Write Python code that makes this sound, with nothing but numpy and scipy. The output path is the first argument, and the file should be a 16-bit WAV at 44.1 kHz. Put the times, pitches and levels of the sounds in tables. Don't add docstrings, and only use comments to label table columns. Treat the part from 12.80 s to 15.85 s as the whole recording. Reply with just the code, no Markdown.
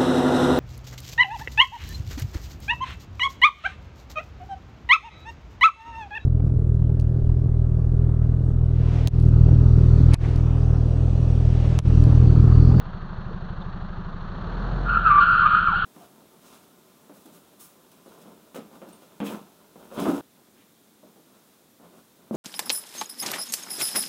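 import sys
import numpy as np
from scipy import signal
from scipy.fft import rfft, irfft, next_fast_len
from scipy.io import wavfile
from scipy.ndimage import map_coordinates

SR = 44100
rng = np.random.default_rng(int(sys.argv[2]) if len(sys.argv) > 2 else 0)


def store_pcm(level_fs):
    pcm = np.round(np.clip(level_fs, -1, 1) * 32767).astype(np.int16)
    wavfile.write(sys.argv[1], SR, np.atleast_2d(pcm).T)


N = 134505
TIME = np.arange(N) / SR


def amp(db):
    return 10 ** (np.asarray(db) / 20)


def unit(x):
    return x / np.sqrt(np.mean(x ** 2) + 1e-20)


def curves(rows):
    times, *columns = np.transpose(rows)
    return [np.interp(TIME, times, column) for column in columns]


def wobble(rate):
    return map_coordinates(rng.standard_normal(4096), [TIME * rate], mode="wrap")


def filtered(x, response):
    size = next_fast_len(N + SR // 2)
    return irfft(rfft(x, size) * response(np.fft.rfftfreq(size, 1 / SR)), size)[:N]


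def high_cut(x, cutoff_hz):
    return filtered(x, lambda hz: 1 / np.sqrt(1 + (hz / cutoff_hz) ** 60))


def noise(spectrum):
    freqs, db = np.transpose(spectrum)
    white = rng.standard_normal(N)
    return unit(filtered(white, lambda hz: amp(np.interp(np.log(hz + 1), np.log(freqs), db))))


# t/s, f/Hz, spread/octaves, level/dB, spread/s
KNOCKS = [(.513, 330, .7, -38, .005), (.529, 600, .35, -45, .008), (.821, 3600, .2, -52, .006),
          (.825, 750, .35, -46, .008)]


def knocks():
    out = np.zeros(N)
    for at, centre, octaves, db, width in KNOCKS:
        white = rng.standard_normal(N)
        band = filtered(white, lambda hz: np.exp(-.5 * (np.log2((hz + 1) / centre) / octaves) ** 2))
        out += amp(db) * unit(band) * np.exp(-.5 * ((TIME - at) / width) ** 2)
    return out


# t/s, f/Hz
FIRING_RATE = [(0, 25.15), (1.4, 25.02), (1.55, 30.78), (1.75, 40.3), (1.9, 42.95), (2.08, 45.03),
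               (2.25, 39.28), (2.45, 33.1), (2.75, 27.39), (3.05, 24.94)]


def firings(first_thump_s=.069):
    count = np.cumsum(curves(FIRING_RATE)[0]) / SR
    return count - count[round(first_thump_s * SR)]


# position/cycles, relative level/dB, decay/s
CLACK_PATTERN = [(.76, -1, .013), (.27, -7, .014)]
# f/Hz, relative level/dB
CLACK_EQ = [(500, -17), (800, -4), (1200, 0), (1700, -7), (2200, -22), (2900, -16.5), (4300, -17.5),
            (4850, -42), (7500, -52)]


def valve_clacks(count, level_db=-40.5, attack_s=.004):
    rate, = curves(FIRING_RATE)
    power = np.zeros(N)
    for place, db, decay in CLACK_PATTERN:
        cycles = count / 2 - place
        hit_db = db + rng.standard_normal(128)[np.floor(cycles).astype(int)]
        age = (cycles % 1) * 2 / rate
        envelope = np.exp(-age / decay) * (1 - np.exp(-age / attack_s))
        power += (amp(hit_db) * envelope) ** 2
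    return amp(level_db) * np.sqrt(power) * noise(CLACK_EQ)


# t/s, unscaled level/dB
THROTTLE = [(0, 1.5), (1.35, 2.3), (1.6, 5), (1.8, 8.5), (2.05, 8.5), (2.25, 5.5), (2.5, 3.5), (3.05, 1)]
# f/Hz, relative level/dB
RUSH_EQ = [(30, 0.5), (180, 2.5), (260, -11), (500, -10.5), (800, -7), (1200, -1.5), (1700, -9),
           (2200, -24.5), (2900, -22.5), (4400, -21), (4850, -38.5), (6200, -38.5), (7500, -49)]
INTAKE_EQ = [(40, -7.5), (110, 18.5), (220, 6.5), (300, 2), (750, -1), (1100, -10), (2000, -48.5)]


def engine_rush(count, rush_db=-45, intake_db=-45.5):
    throttle, = curves(THROTTLE)
    pulse_db = 1.3 * np.cos(2 * np.pi * (count + .3))
    rush = amp(rush_db + .91 * throttle + pulse_db) * noise(RUSH_EQ)
    roar = amp(intake_db + 1.514 * throttle + pulse_db) * noise(INTAKE_EQ)
    return rush + roar


# t/s, level/dB
BOOM_LEVEL = [(0, -36.5), (1.5, -35.5), (1.6, -40), (1.79, -29), (2.05, -26), (2.19, -27.5), (2.45, -40),
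              (2.55, -36), (2.76, -41), (2.95, -35), (3.05, -37)]
# multiple of the firing rate, relative level/dB
BOOM_ORDERS = [(1, 0), (3, -15), (4, -26.5), (5, -19)]


def cab_boom(count):
    boom = -sum(amp(db) * np.cos(2 * np.pi * order * count) for order, db in BOOM_ORDERS)
    return np.sqrt(2) * amp(curves(BOOM_LEVEL)[0]) * boom


# level/dB, length/s
DRONES = [(-31, 0.041), (-37.5, 0.028)]
DRONE_HZ, DRONE_FLAT_HZ, DRONE_SETTLE_S = 189.3, 52.9, .014
THUMP_DB, THUMP_WIDTH_S = -23, .0015
PANEL_HZ, PANEL_DB, PANEL_T60_S = 364.2, -40, .072


def cab_throb(count, idle_hz=25.1):
    t = np.arange(-SR // 8, SR // 8 + 1) / SR
    hz = DRONE_HZ - DRONE_FLAT_HZ * np.exp(-(t / DRONE_SETTLE_S) ** 2)
    drone = -np.cos(2 * np.pi * np.cumsum(hz * (t > 0)) / SR)
    thump = -amp(THUMP_DB) * np.exp(-.5 * (t / THUMP_WIDTH_S) ** 2)
    panel = amp(PANEL_DB - 60 * np.abs(t) / PANEL_T60_S) * np.sin(2 * np.pi * PANEL_HZ * t) * (t > 0)
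    at = np.flatnonzero(np.diff(np.floor(count)))
    force = (idle_hz / curves(FIRING_RATE)[0][at]) ** .9
    out = np.zeros(N)
    for turn, (db, length) in enumerate(DRONES):
        on_turn = np.floor(count[at + 1]) % 2 == turn
        blows = np.zeros(N)
        blows[at] = force * amp(.5 * rng.standard_normal(len(at))) * on_turn
        swell = amp(db) * np.sin(np.pi * np.clip(t / length, 0, 1))
        response = swell * drone + (thump + panel) * (turn == 0)
        out += signal.fftconvolve(blows, response, "same")
    return out


def street_echo(x, t60_s=.28):
    t = np.arange(SR // 2) / SR
    tail = rng.standard_normal(len(t)) * amp(-60 * t / t60_s)
    return signal.fftconvolve(x, tail / np.linalg.norm(tail))[:N]


def strength(tyre):
    times, _, db = np.transpose(tyre)
    return amp(np.interp(TIME, times, db, left=-120))


# f/Hz, relative level/dB
SCRUB_EQ = [(300, -44.5), (500, -42), (850, -20), (1050, -5.5), (1230, 8.5), (1420, -2.5), (1580, 1.5),
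            (1750, -6.5), (2150, -34), (2450, -36), (3000, -27), (3550, -41), (4300, -33), (5000, -80)]
STRONG_SQUEAL_DB = -17


def tread_scrub(level_db=-28):
    force = np.hypot(strength(LOW_TYRE), strength(HIGH_TYRE)) / amp(STRONG_SQUEAL_DB)
    return amp(level_db) * np.sqrt(force) * noise(SCRUB_EQ)


# f/Hz, relative level/dB
RASP_EQ = [(1500, -4.5), (2000, -7), (2500, 3), (3050, 11), (3550, 0), (4100, -0.5), (4600, -15),
           (4900, -58.5)]
# t/s, relative level/dB
RASP_LEVEL = [(2.09, -81), (2.13, -59), (2.22, -47), (2.27, -52.5), (2.355, -51.5), (2.42, -38),
              (2.48, -49.5), (2.62, -43), (2.72, -41), (2.9, -45), (3.0, -40)]


def tread_rasp():
    return amp(curves(RASP_LEVEL)[0]) * noise(RASP_EQ)


def squeal(tyre, tread, overtones, jitter=.018, flutter_db=3.2, smear_rad=1.15):
    hz, db = curves(tyre)
    looseness = amp(-.35 * np.maximum(db - STRONG_SQUEAL_DB, 0))
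    out = np.zeros(N)
    for ratio, block_db in tread:
        pitch = ratio * hz * (1 + looseness * jitter * wobble(rate=190))
        phase = 2 * np.pi * np.cumsum(pitch) / SR
        tone = np.sin(phase)
        for order, level in overtones:
            tone += amp(level) * np.sin(order * phase + smear_rad * wobble(rate=480))
        gain = amp(block_db + looseness * flutter_db * wobble(rate=120))
        out += tone * gain * (1 if ratio == 1 else looseness)
    return strength(tyre) * unit(out)


# t/s, f/Hz, relative level/dB
LOW_TYRE = [(2.045, 1460, -44), (2.07, 1370, -33), (2.088, 1290, -24), (2.105, 1270, -32),
            (2.145, 1300, -22), (2.17, 1295, -23.5), (2.195, 1290, -35), (2.225, 1450, -35),
            (2.243, 1390, -27), (2.253, 1340, -14.5), (2.274, 1290, -9.5), (2.293, 1230, -23),
            (2.31, 1190, -9.5), (2.33, 1180, -17), (2.355, 1165, -18.5), (2.393, 1175, -9),
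            (2.408, 1190, -19), (2.455, 1250, -27), (2.485, 1250, -22), (2.612, 1260, -26),
            (2.632, 1190, -15), (2.67, 1220, -16), (2.695, 1240, -21), (2.752, 1245, -18), (2.8, 1240, -25),
            (2.868, 1270, -30), (2.875, 1245, -12.5), (2.9, 1110, -27), (2.92, 950, -33), (2.934, 830, -28),
            (2.955, 780, -50)]
HIGH_TYRE = [(2.055, 1430, -45), (2.09, 1400, -26), (2.16, 1390, -20), (2.22, 1400, -33),
             (2.255, 1400, -26), (2.28, 1410, -15.5), (2.305, 1390, -22), (2.345, 1350, -28),
             (2.405, 1400, -21), (2.428, 1395, -15), (2.465, 1395, -19), (2.52, 1390, -15),
             (2.575, 1375, -15), (2.62, 1385, -18), (2.66, 1380, -24), (2.71, 1380, -23.5),
             (2.765, 1400, -18), (2.82, 1390, -22.5), (2.92, 1375, -24), (2.97, 1405, -22),
             (3.05, 1420, -23)]
# ratio to the tyre's pitch, relative level/dB
LOW_TREAD = [(.78, -25), (.89, -15), (.96, -11), (1, 0), (1.05, -13)]
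HIGH_TREAD = [(.955, -12), (1, 0), (1.06, -8), (1.135, -16)]
# harmonic number, relative level/dB
LOW_OVERTONES = [(2, -25.5), (3, -40)]
HIGH_OVERTONES = [(2, -23.5), (3, -33)]


def skid():
    grit = tread_scrub() + tread_rasp()
    low = squeal(LOW_TYRE, LOW_TREAD, LOW_OVERTONES)
    high = squeal(HIGH_TYRE, HIGH_TREAD, HIGH_OVERTONES)
    return high_cut(grit + low + high, cutoff_hz=4650)


def scene(direct_db=-1.3, echo_db=-7.5):
    count = firings()
    tyres = skid()
    engine = cab_boom(count) + cab_throb(count) + engine_rush(count) + valve_clacks(count)
    return (engine + knocks() + amp(direct_db) * tyres + amp(echo_db) * street_echo(tyres))[None]


def record(dry, low_cut_hz=17, fade_s=.004):
    trimmed = filtered(dry[0], lambda hz: hz ** 4 / (hz ** 4 + low_cut_hz ** 4))
    fade = np.minimum(TIME[::-1] / fade_s, 1)
    return high_cut(trimmed * fade, cutoff_hz=7300)[None]


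dry = scene()
out = record(dry)
store_pcm(out)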